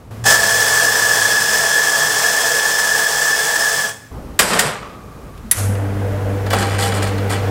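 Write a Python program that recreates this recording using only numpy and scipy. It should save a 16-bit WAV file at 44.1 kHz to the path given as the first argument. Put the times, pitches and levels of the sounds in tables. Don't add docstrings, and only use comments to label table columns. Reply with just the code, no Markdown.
import sys
import numpy as np
from scipy import signal
from scipy.fft import rfft, irfft
from scipy.io import wavfile

SR = 44100
rng = np.random.default_rng(int(sys.argv[2]) if len(sys.argv) > 2 else 0)


def bounce(signal):
    frames = np.transpose(np.atleast_2d(signal))
    limited = np.clip(frames, -1, 1)
    pcm = np.round(limited * 32767).astype(np.int16)
    wavfile.write(sys.argv[1], SR, pcm)


N = 330750

# time_s, rumble_db, murmur_db, hiss_db
BACKGROUND_LEVELS = [(0, -46, -42, -53.5), (.107, -41, -44.5, -56), (.109, -42, -35, -45),
                     (1, -58, -50.5, -52), (4.1, -56, -45, -50.5), (4.12, -33, -32.5, -47.5),
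                     (4.8, -44, -36.5, -50), (5.4, -36.5, -37.5, -49), (6, -35.5, -35.5, -41.5),
                     (7.5, -36, -44, -38)]
# freq_hz, level_db
RUMBLE_SPECTRUM = [(12, -35), (20, -5), (59, 11.5), (75, 2), (103, 0.5), (120, -15.5), (160, -39),
                   (260, -120)]
# freq_hz, level_db
MURMUR_SPECTRUM = [(47, -58), (80, -4.5), (190, -7.5), (257, -9), (368, -15.5), (396, -11.5), (1050, -22),
                   (1180, -19.5), (2500, -54), (3250, -79), (5500, -120)]
# freq_hz, level_db
HISS_SPECTRUM = [(900, -3.5), (1500, 1), (3500, -9), (10000, -13), (13300, -14), (16500, -21)]

# start_s, level_db, pitch_hz
THUMPS = [(0.224, -17, 107), (.252, -12, 790), (.305, -15, 1340), (4.518, -23, 188), (4.654, -16, 141),
          (5.444, -22, 217), (5.69, -15.5, 204)]
# freq_hz, level_db
CRUSH_SPECTRUM = [(150, -66), (250, -30.5), (360, -27), (452, -12), (1500, -13), (1730, -1.5), (1950, -16),
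                  (2320, -20), (3340, -16), (3710, -20.5), (5350, -12), (9330, -19), (11100, -24),
                  (15000, -22), (16200, -24.5)]
# pitch_hz, width_hz, level_db
BURR_MODES = [(1661, 82, -6), (1698.4, 38.5, 4.5), (1752, 64, -0.5), (1832, 46, -8.5)]
# pitch_hz, level_db
BEATING_TONES = [(1693, -9), (1741, -3)]
# pitch_hz, level_db
TOOTH_OVERTONES = [(3463, -11), (5200, -7.5)]
# pitch_hz, width_hz, level_db
HOUSING_MODES = [(447, 23.6, -0.5), (666.4, 11, 3), (833, 19, -1), (934, 25, -7), (1135, 61, -6.5),
                 (1316, 34, -21), (2106, 12, -6), (2550, 41, -12), (2780, 73, -30), (3290, 30, -3),
                 (5560, 44, -13), (6000, 56, -30), (5930, 35, -4), (6610, 68, -5.5), (7300, 155, -6),
                 (7970, 170, -5.5), (8490, 100, -8.5), (8920, 85, -6), (9350, 91, -8.5), (10600, 190, -16),
                 (12800, 230, -36), (15000, 500, -30)]
# pitch_hz, width_hz, level_db
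MOTOR_MODES = [(65.4, 15, -4.5), (149.2, 18, 2), (206.5, 29, 0), (254.5, 12, -4), (317.7, 25, -1)]
# pitch_hz, width_hz, level_db
FLOOR_HUM_MODES = [(109, 9.6, 0)]
# time_s, level_db
FLOOR_HUM_LEVELS = [(0, -37), (.1, -41), (.11, -33), (.3, -38), (.4, -42.5), (1.2, -45), (3, -61),
                    (4.1, -48.5)]

# start_s, level_db, bass_share_db, treble_share_db
SET_DOWN_BLOWS = [(4.3913, 3, -13, 2.5), (4.4194, -18, 7, -7), (4.533, -9.5, -3, -4), (4.592, 0.5, -18, 0)]
# start_s, level_db, bass_share_db, treble_share_db
SWITCH_TICKS = [(5.377, -27, -12, -6), (5.754, -19, 6, -20)]
# start_s, level_db, bass_share_db, treble_share_db
VALVE_SNAPS = [(5.5125, -4, -9, 5.7)]
# start_s, level_db, bass_share_db, treble_share_db
SHUFFLE_BLOWS = [(6.464, -19.5, 8, -9), (6.5034, -15, 0, 1), (6.5314, -9.5, 11.5, -0.5),
                 (6.6234, -12.5, 3, -12), (6.7364, -25, 1, -11), (6.783, -15, -11, -11),
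                 (6.824, -9.5, -19, -5), (6.9194, -14, -1, -11), (7.022, -16, -4, -5),
                 (7.0664, -18, -5, -6), (7.1794, -21.5, -1, -11), (7.2963, -20, -5, -1),
                 (7.335, -22, -1, -10)]
# pitch_hz, width_hz, level_db
TRAY_MODES = [(405, 160, -13), (606, 140, -11), (1150, 140, -7), (1470, 140, -0.5), (1820, 240, 2.5),
              (2480, 50, -10), (3100, 64, -2), (3760, 60, -14), (4570, 170, -19), (5020, 150, -4.5),
              (5800, 92, -7), (7020, 170, -4), (8450, 320, -3)]
# pitch_hz, width_hz, level_db
VALVE_MODES = [(1930, 100, -4.5), (3730, 120, -7.5), (5900, 180, -8.5), (7560, 360, -4), (9300, 1000, -2.5),
               (10700, 800, 2), (13100, 820, -5)]
# pitch_hz, width_hz, level_db
GRATE_MODES = [(792, 8.3, 18), (1302, 11, 15), (1600, 100, 7), (1920, 90, 7), (2344, 32, 7), (2860, 27, -5),
               (3000, 22, 7), (3250, 37, 2), (3430, 29, 5.5), (3930, 64, -3), (4253, 31, 4), (4530, 27, 1),
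               (4880, 40, 0), (5070, 49, -16), (5700, 33, -14), (5600, 22, -18), (6430, 21, -4),
               (7030, 70, 0), (8330, 87, -11), (8600, 140, -1.5), (8860, 77, -3), (9150, 32, -18),
               (9900, 50, -17)]

# start_s, length_s, body_db, treble_db
TRAY_STROKES = [(4.389, 0.016, -19, -16), (4.447, 0.054, -23.5, -25), (4.497, 0.073, -20.5, -27),
                (4.584, 0.022, -21, -20), (4.633, 0.031, -22.5, -26.5)]
# start_s, length_s, body_db, treble_db
GRATE_STROKES = [(6.503, 0.07, -27.5, -34.5), (6.58, 0.043, -26, -28.5), (6.64, 0.11, -30.5, -38.5),
                 (6.784, 0.094, -28, -27.5), (6.935, 0.04, -29, -32.5), (7.02, 0.0079, -28, -27.5),
                 (7.066, 0.014, -31, -36.5), (7.295, 0.038, -28, -30)]
# freq_hz, level_db
SLIDE_BODY_SPECTRUM = [(71, -45), (120, -16), (190, -4.5), (295, -14.5), (337, -12), (430, -5.5),
                       (1090, -7.5), (1350, -8), (2400, -13), (6000, -26.5), (7800, -29), (13200, -120)]
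# freq_hz, level_db
SLIDE_TREBLE_SPECTRUM = [(2060, -35), (3500, -5), (5090, 1), (6530, -6), (7900, 4.5), (9090, 0.5),
                         (13400, -9), (15300, -34), (16000, -46)]
# pitch_hz, level_db
TRAY_TONES = [(1147, 2.5), (1190, -6), (1265, -2), (2422, -14)]
# time_s, level_db
TRAY_TONE_LEVELS = [(4.6, -38), (4.9, -43), (5.15, -49.5), (5.4, -53), (5.5, -59)]

# time_s, level_db
STEAM_LEVELS = [(5.513, -18), (5.545, -27), (5.585, -21.5), (5.65, -27), (5.8, -43.5), (6.0, -64)]
# freq_hz, level_db
STEAM_SPECTRUM = [(880, -5), (1500, 0.5), (3280, -9), (4920, -9), (5880, -5), (6760, -3.5), (10500, -0.5),
                  (14500, -15), (16000, -33)]

# freq_hz, level_db
ROAR_SPECTRUM = [(71, -49), (120, -5.5), (152, -9.5), (297, -13.5), (347, -14.5), (481, -12), (722, -12.5),
                 (1230, -23), (1480, -19.5), (3440, -38.5), (5000, -69.5), (6500, -81), (11000, -120)]
# mains_multiple, level_db
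CASING_BUZZ = [(1, -19), (4, -5.5), (5, -13.5), (6, -7), (8, -10), (9, -11.5), (10, -9), (11, -14),
               (12, -10)]

GRINDER_ON_S, SPIN_UP_S, POWER_OFF_S, GRINDER_ENDS_S = 0.24, 0.015, 3.866, 4.11
FIRST_TOUCH_GAIN = 0.21
CRUSH_DB, WHINE_DB, DRONE_DB = -20.5, -14.5, -41.5
SAG_DB_PER_S = 0.78
BITE_DB, BITE_S, BITE_FADE_S = 5, 0.07, 0.065
EASE_S, EASE_DB = 0.088, 2.5
WHINE_EASE_S, WHINE_EASE_DB = 0.098, 2.5
RUN_DOWN_DB_PER_S, COAST_DB, COAST_DB_PER_S = 196, -8.5, 99
HOUSING_LAG_S = 0.024
WHINE_SURGE_DB, WHINE_SURGE_HZ = 0.97, 25

TRAY_BLOW_T60_S, TRAY_BLOW_RING_DB = 0.1, 7.2
VALVE_BLOW_T60_S, VALVE_BLOW_RING_DB = 0.051, 12
TICK_BLOW_T60_S, TICK_BLOW_RING_DB = 0.04, -22
GRATE_BLOW_T60_S, GRATE_BLOW_RING_DB = 0.097, 2.8
CONTACT_T60_S = 0.049
THUMP_T60_S, THUMP_ATTACK_S = 0.16, 0.0041

STROKE_ATTACK_S = 0.0063
TRAY_FADES_DB_PER_S, GRATE_FADES_DB_PER_S = (90, 197), (50, 370)
CHATTER_DEPTH = 0.39

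MAINS_HZ = 49.58
VANE_HZ = 477
PUMP_ON_S, PUMP_RISE_S = 5.55, 0.038
START_SURGE_DB, START_SURGE_S = 5.5, 0.16
HUM_DB, ROAR_DB, VANE_DB = -19.5, -26.5, -25
UNLOADED_HUM_DB, UNLOADED_ROAR_DB, UNLOADED_VANE_DB = -1, -3.5, -16
PRESSURE_S = 0.72
THROB_HZ, THROB_DIP_S = 4.17, 5.93
THROB_HUM_DB, THROB_ROAR_DB, THROB_VANE_DB = 1, 0.8, 1

SHOP_T60_S, WALL_CUT_HZ = 0.46, 2400
CUTOFF_HZ = 15800


def from_db(db):
    return np.exp(np.asarray(db) * np.log(10) / 20)


def to_db(gain):
    return 20 * np.log10(gain + 1e-9)


def rms_one(x):
    return x / np.sqrt(np.mean(x ** 2) + 1e-20)


def in_time(rows):
    time_s, *columns = np.transpose(rows)
    t = np.arange(N) / SR
    return [np.interp(t, time_s, column, left=-200, right=-200) for column in columns]


def ramp(start_s, length_s):
    return np.clip((np.arange(N) / SR - start_s) / length_s, 0, 1)


def drift(rate_hz):
    r = np.exp(-80 * np.pi * rate_hz / SR)
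    white = rng.standard_normal(N // 40 + 2002)
    slow = signal.lfilter([1], [1, -2 * r, r * r], white)[2000:]
    return np.interp(np.arange(N) / 40, np.arange(len(slow)), rms_one(slow))


def coloured(x, spectrum):
    freq_hz, level_db = np.transpose(spectrum)
    log_hz = np.log(freq_hz)
    bins = np.log(np.maximum(np.fft.rfftfreq(N, 1 / SR), 1))
    beyond = np.maximum(log_hz[0] - bins, 0) + np.maximum(bins - log_hz[-1], 0)
    gain = from_db(np.interp(bins, log_hz, level_db) - 20 * beyond)
    return rms_one(irfft(rfft(x) * gain, N))


def grit(cracks_per_s, spread_db):
    size_db = spread_db * np.minimum(rng.exponential(1, N), 5)
    cracks = from_db(size_db) * rng.choice([-1, 1], N)
    return rms_one(cracks * (rng.random(N) < cracks_per_s / SR))


def resonate(x, modes, start_s, end_s, passes=1):
    out = np.zeros(N)
    part = slice(round(start_s * SR), round(end_s * SR))
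    for k, (pitch_hz, width_hz, level_db) in enumerate(modes):
        r = np.exp(-np.pi * width_hz / SR)
        b = [(1 - r * r) / 2, 0, (r * r - 1) / 2]
        a = [1, -2 * r * np.cos(2 * np.pi * pitch_hz / SR), r * r]
        y = x[part] + 1e-18
        for _ in range(passes):
            y = signal.lfilter(b, a, y)
        out[part] += (-1) ** k * from_db(level_db) * y
    return out


def wavering(pitch_hz, level_db, waver_db, swing_rad, rate_hz):
    gain = from_db(level_db + waver_db * drift(rate_hz))
    cycles = pitch_hz * np.arange(N) / SR + rng.random()
    return gain * np.sin(2 * np.pi * cycles + swing_rad * drift(rate_hz))


def background():
    rumble_db, murmur_db, hiss_db = in_time(BACKGROUND_LEVELS)
    white = rng.standard_normal((3, N))
    rumble = from_db(rumble_db + 0.67 * drift(10)) * coloured(white[0], RUMBLE_SPECTRUM)
    murmur = from_db(murmur_db + 2.3 * drift(2.1)) * coloured(white[1], MURMUR_SPECTRUM)
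    hiss = from_db(hiss_db) * coloured(white[2], HISS_SPECTRUM)
    return rumble + murmur + hiss


def shop_echo(x):
    out = np.zeros(N)
    dull = np.exp(-2 * np.pi * WALL_CUT_HZ / SR)
    lags = (rng.uniform(0.014, 0.04, 8) * SR).astype(int)
    for k, lag in enumerate(lags):
        loop, state = x.copy(), [0.]
        gain = from_db(-60 * lag / SR / SHOP_T60_S)
        for i in range(lag, N, lag):
            back, state = signal.lfilter([gain * (1 - dull)], [1, -dull], loop[i - lag:i], zi=state)
            loop[i:i + lag] += back[:N - i]
        out += (loop - x) * (-1) ** k
    return out


def steam():
    level_db = in_time(STEAM_LEVELS)[0] - 2.7 + 0.92 * drift(50)
    return from_db(level_db) * coloured(grit(15000, 1.5), STEAM_SPECTRUM)


def strokes_db(rows, fades_db_per_s):
    t = np.arange(N) / SR
    levels_db = []
    for k, fade_db_per_s in enumerate(fades_db_per_s):
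        runs = []
        for start_s, length_s, *stroke_db in rows:
            attack_db = to_db(ramp(start_s, STROKE_ATTACK_S))
            fade_db = fade_db_per_s * np.maximum(t - start_s - length_s, 0)
            runs.append(stroke_db[k] + attack_db - fade_db)
        levels_db.append(np.max(runs, axis=0))
    return levels_db


def slides():
    tones = sum(wavering(pitch_hz, level_db, 4, 2.0, 23) for pitch_hz, level_db in TRAY_TONES)
    out = from_db(in_time(TRAY_TONE_LEVELS)[0]) * tones
    pump_cycle = np.sin(4 * np.pi * MAINS_HZ * np.arange(N) / SR)
    shake = 1 + CHATTER_DEPTH * ramp(PUMP_ON_S, PUMP_RISE_S) * pump_cycle
    slips = grit(5000, 2.2) * from_db(0.96 * drift(22))
    body = coloured(slips, SLIDE_BODY_SPECTRUM)
    treble = shake * coloured(grit(9000, 2.9), SLIDE_TREBLE_SPECTRUM)
    rattle = shake * grit(2500, 2.4)
    surfaces = ((TRAY_STROKES, TRAY_FADES_DB_PER_S, TRAY_MODES, 3, 8),
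                (GRATE_STROKES, GRATE_FADES_DB_PER_S, GRATE_MODES, 2.5, 10))
    for rows, fades_db_per_s, modes, rub_db, ring_db in surfaces:
        body_db, treble_db = strokes_db(rows, fades_db_per_s)
        out += from_db(body_db + rub_db) * body + from_db(treble_db) * treble
        drive = from_db((body_db + treble_db) / 2) * rattle
        out += from_db(ring_db) * resonate(drive, modes, rows[0][0], rows[-1][0] + 0.5)
    return out


def thumps():
    out = np.zeros(N)
    t = np.arange(SR // 2) / SR
    for start_s, level_db, pitch_hz in THUMPS:
        at = round(start_s * SR)
        envelope = from_db(level_db - 60 * t / THUMP_T60_S) * (1 - np.exp(-t / THUMP_ATTACK_S))
        out[at:at + len(t)] += envelope * np.sin(2 * np.pi * pitch_hz * t)
    return out


def knocks():
    bands = []
    for edges_hz in ([250, 1200], [1200, 4000], [4000, 16000]):
        sos = signal.butter(2, edges_hz, "band", fs=SR, output="sos")
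        bands.append(rms_one(signal.sosfilt(sos, rng.standard_normal(N))))
    out, white = np.zeros(N), rng.standard_normal(N)
    t = np.arange(SR // 2) / SR
    bodies = ((SET_DOWN_BLOWS, TRAY_MODES, TRAY_BLOW_T60_S, TRAY_BLOW_RING_DB),
              (VALVE_SNAPS, VALVE_MODES, VALVE_BLOW_T60_S, VALVE_BLOW_RING_DB),
              (SWITCH_TICKS, VALVE_MODES, TICK_BLOW_T60_S, TICK_BLOW_RING_DB),
              (SHUFFLE_BLOWS, GRATE_MODES, GRATE_BLOW_T60_S, GRATE_BLOW_RING_DB))
    for blows, modes, t60_s, ring_db in bodies:
        contact = np.zeros(N)
        for start_s, level_db, bass_share_db, treble_share_db in blows:
            at = round(start_s * SR)
            n = min(len(t), N - at)
            shares_db = (bass_share_db, 0, treble_share_db)
            for band, share_db, longer in zip(bands, shares_db, (1.4, 1, 0.8)):
                decay_db = -60 * t[:n] / (t60_s * longer)
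                out[at:at + n] += band[at:at + n] * from_db(level_db + share_db - 14 + decay_db)
            contact_db = level_db + ring_db - 60 * t[:n] / CONTACT_T60_S
            contact[at:at + n] += white[at:at + n] * from_db(contact_db)
        out += resonate(contact, modes, blows[0][0], blows[-1][0] + 0.5)
    return out


def pump():
    t = np.arange(N) / SR
    slack = np.exp(-np.maximum(t - PUMP_ON_S, 0) / PRESSURE_S)
    throb = -np.cos(2 * np.pi * THROB_HZ * (t - THROB_DIP_S))
    on_db = to_db(ramp(PUMP_ON_S, PUMP_RISE_S) ** 2)
    hum_db = on_db + HUM_DB + UNLOADED_HUM_DB * slack + THROB_HUM_DB * throb
    roar_db = on_db + ROAR_DB + UNLOADED_ROAR_DB * slack + THROB_ROAR_DB * throb
    vane_db = on_db + VANE_DB + UNLOADED_VANE_DB * slack + THROB_VANE_DB * throb
    surge_in = ramp(PUMP_ON_S + PUMP_RISE_S, 0.071)
    surge_out = 1 - ramp(PUMP_ON_S + START_SURGE_S, 0.055)
    surge_db = START_SURGE_DB * surge_in * surge_out
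    hum = np.sqrt(2) * np.sin(4 * np.pi * MAINS_HZ * t)
    vane = wavering(VANE_HZ, -1.0, 2.3, 1.7, 12)
    buzz = sum(wavering(k * MAINS_HZ, level_db, 4.5, 0.36, 7.3) for k, level_db in CASING_BUZZ)
    roar = coloured(rng.standard_normal(N), ROAR_SPECTRUM) * from_db(-0.5 + drift(45))
    return from_db(hum_db + surge_db) * hum + from_db(vane_db) * vane + from_db(roar_db) * (buzz + roar)


def running_db(lag_s=0):
    t = np.arange(N) / SR
    off_s = np.maximum(t - POWER_OFF_S - lag_s, 0)
    stop_db = np.maximum(-RUN_DOWN_DB_PER_S * off_s, COAST_DB - COAST_DB_PER_S * off_s)
    spin_up = np.maximum(FIRST_TOUCH_GAIN, ramp(GRINDER_ON_S + 0.01, SPIN_UP_S))
    running = (t > GRINDER_ON_S) * (t < GRINDER_ENDS_S)
    ease_db = EASE_DB * ramp(POWER_OFF_S - EASE_S, EASE_S)
    return to_db(spin_up * running) - SAG_DB_PER_S * t - ease_db + stop_db


def floor_hum():
    hum = resonate(rng.standard_normal(N), FLOOR_HUM_MODES, 0, GRINDER_ENDS_S, passes=2)
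    return from_db(in_time(FLOOR_HUM_LEVELS)[0]) * rms_one(hum)


def burr_whine():
    sing = rms_one(resonate(grit(9000, 1.6), BURR_MODES, 0, GRINDER_ENDS_S, passes=2))
    beats = sum(wavering(pitch_hz, level_db, 2.8, 1.26, 15) for pitch_hz, level_db in BEATING_TONES)
    ease_db = WHINE_EASE_DB * ramp(POWER_OFF_S - WHINE_EASE_S, WHINE_EASE_S)
    level_db = WHINE_DB + WHINE_SURGE_DB * drift(WHINE_SURGE_HZ) - ease_db
    return from_db(level_db) * (from_db(-8) * sing + beats)


def grinder():
    run_db = running_db()
    late_db = running_db(HOUSING_LAG_S) - run_db
    bite_db = BITE_DB * (1 - ramp(GRINDER_ON_S + BITE_S, BITE_FADE_S))
    feed = from_db(0.81 * drift(27))
    fractures = coloured(grit(12000, 2.47), CRUSH_SPECTRUM)
    housing = rms_one(resonate(grit(12000, 1.7), HOUSING_MODES, 0, GRINDER_ENDS_S))
    crush = from_db(3.5) * fractures + from_db(late_db - 4) * housing
    tones = sum(wavering(pitch_hz, level_db, 2.7, pitch_hz / 3200, 14.5)
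                for pitch_hz, level_db in TOOTH_OVERTONES)
    motor = rms_one(resonate(rng.standard_normal(N), MOTOR_MODES, 0, GRINDER_ENDS_S, passes=2))
    drone = from_db(DRONE_DB + bite_db) * motor
    crushing = from_db(CRUSH_DB + bite_db) * (feed * crush + tones)
    return from_db(run_db) * (crushing + burr_whine() + drone) + floor_hum()


def scene():
    blows, grind = knocks() + thumps(), grinder()
    echo = shop_echo(from_db(-15.5) * blows + from_db(-17) * grind)
    return (background() + echo + steam() + slides() + blows + pump() + grind)[None]


def record(dry):
    lowpass = signal.ellip(14, 0.5, 100, CUTOFF_HZ, fs=SR, output="sos")
    return signal.sosfilt(lowpass, np.clip(dry, -0.94, 0.94))


dry = scene()
out = record(dry)
bounce(out)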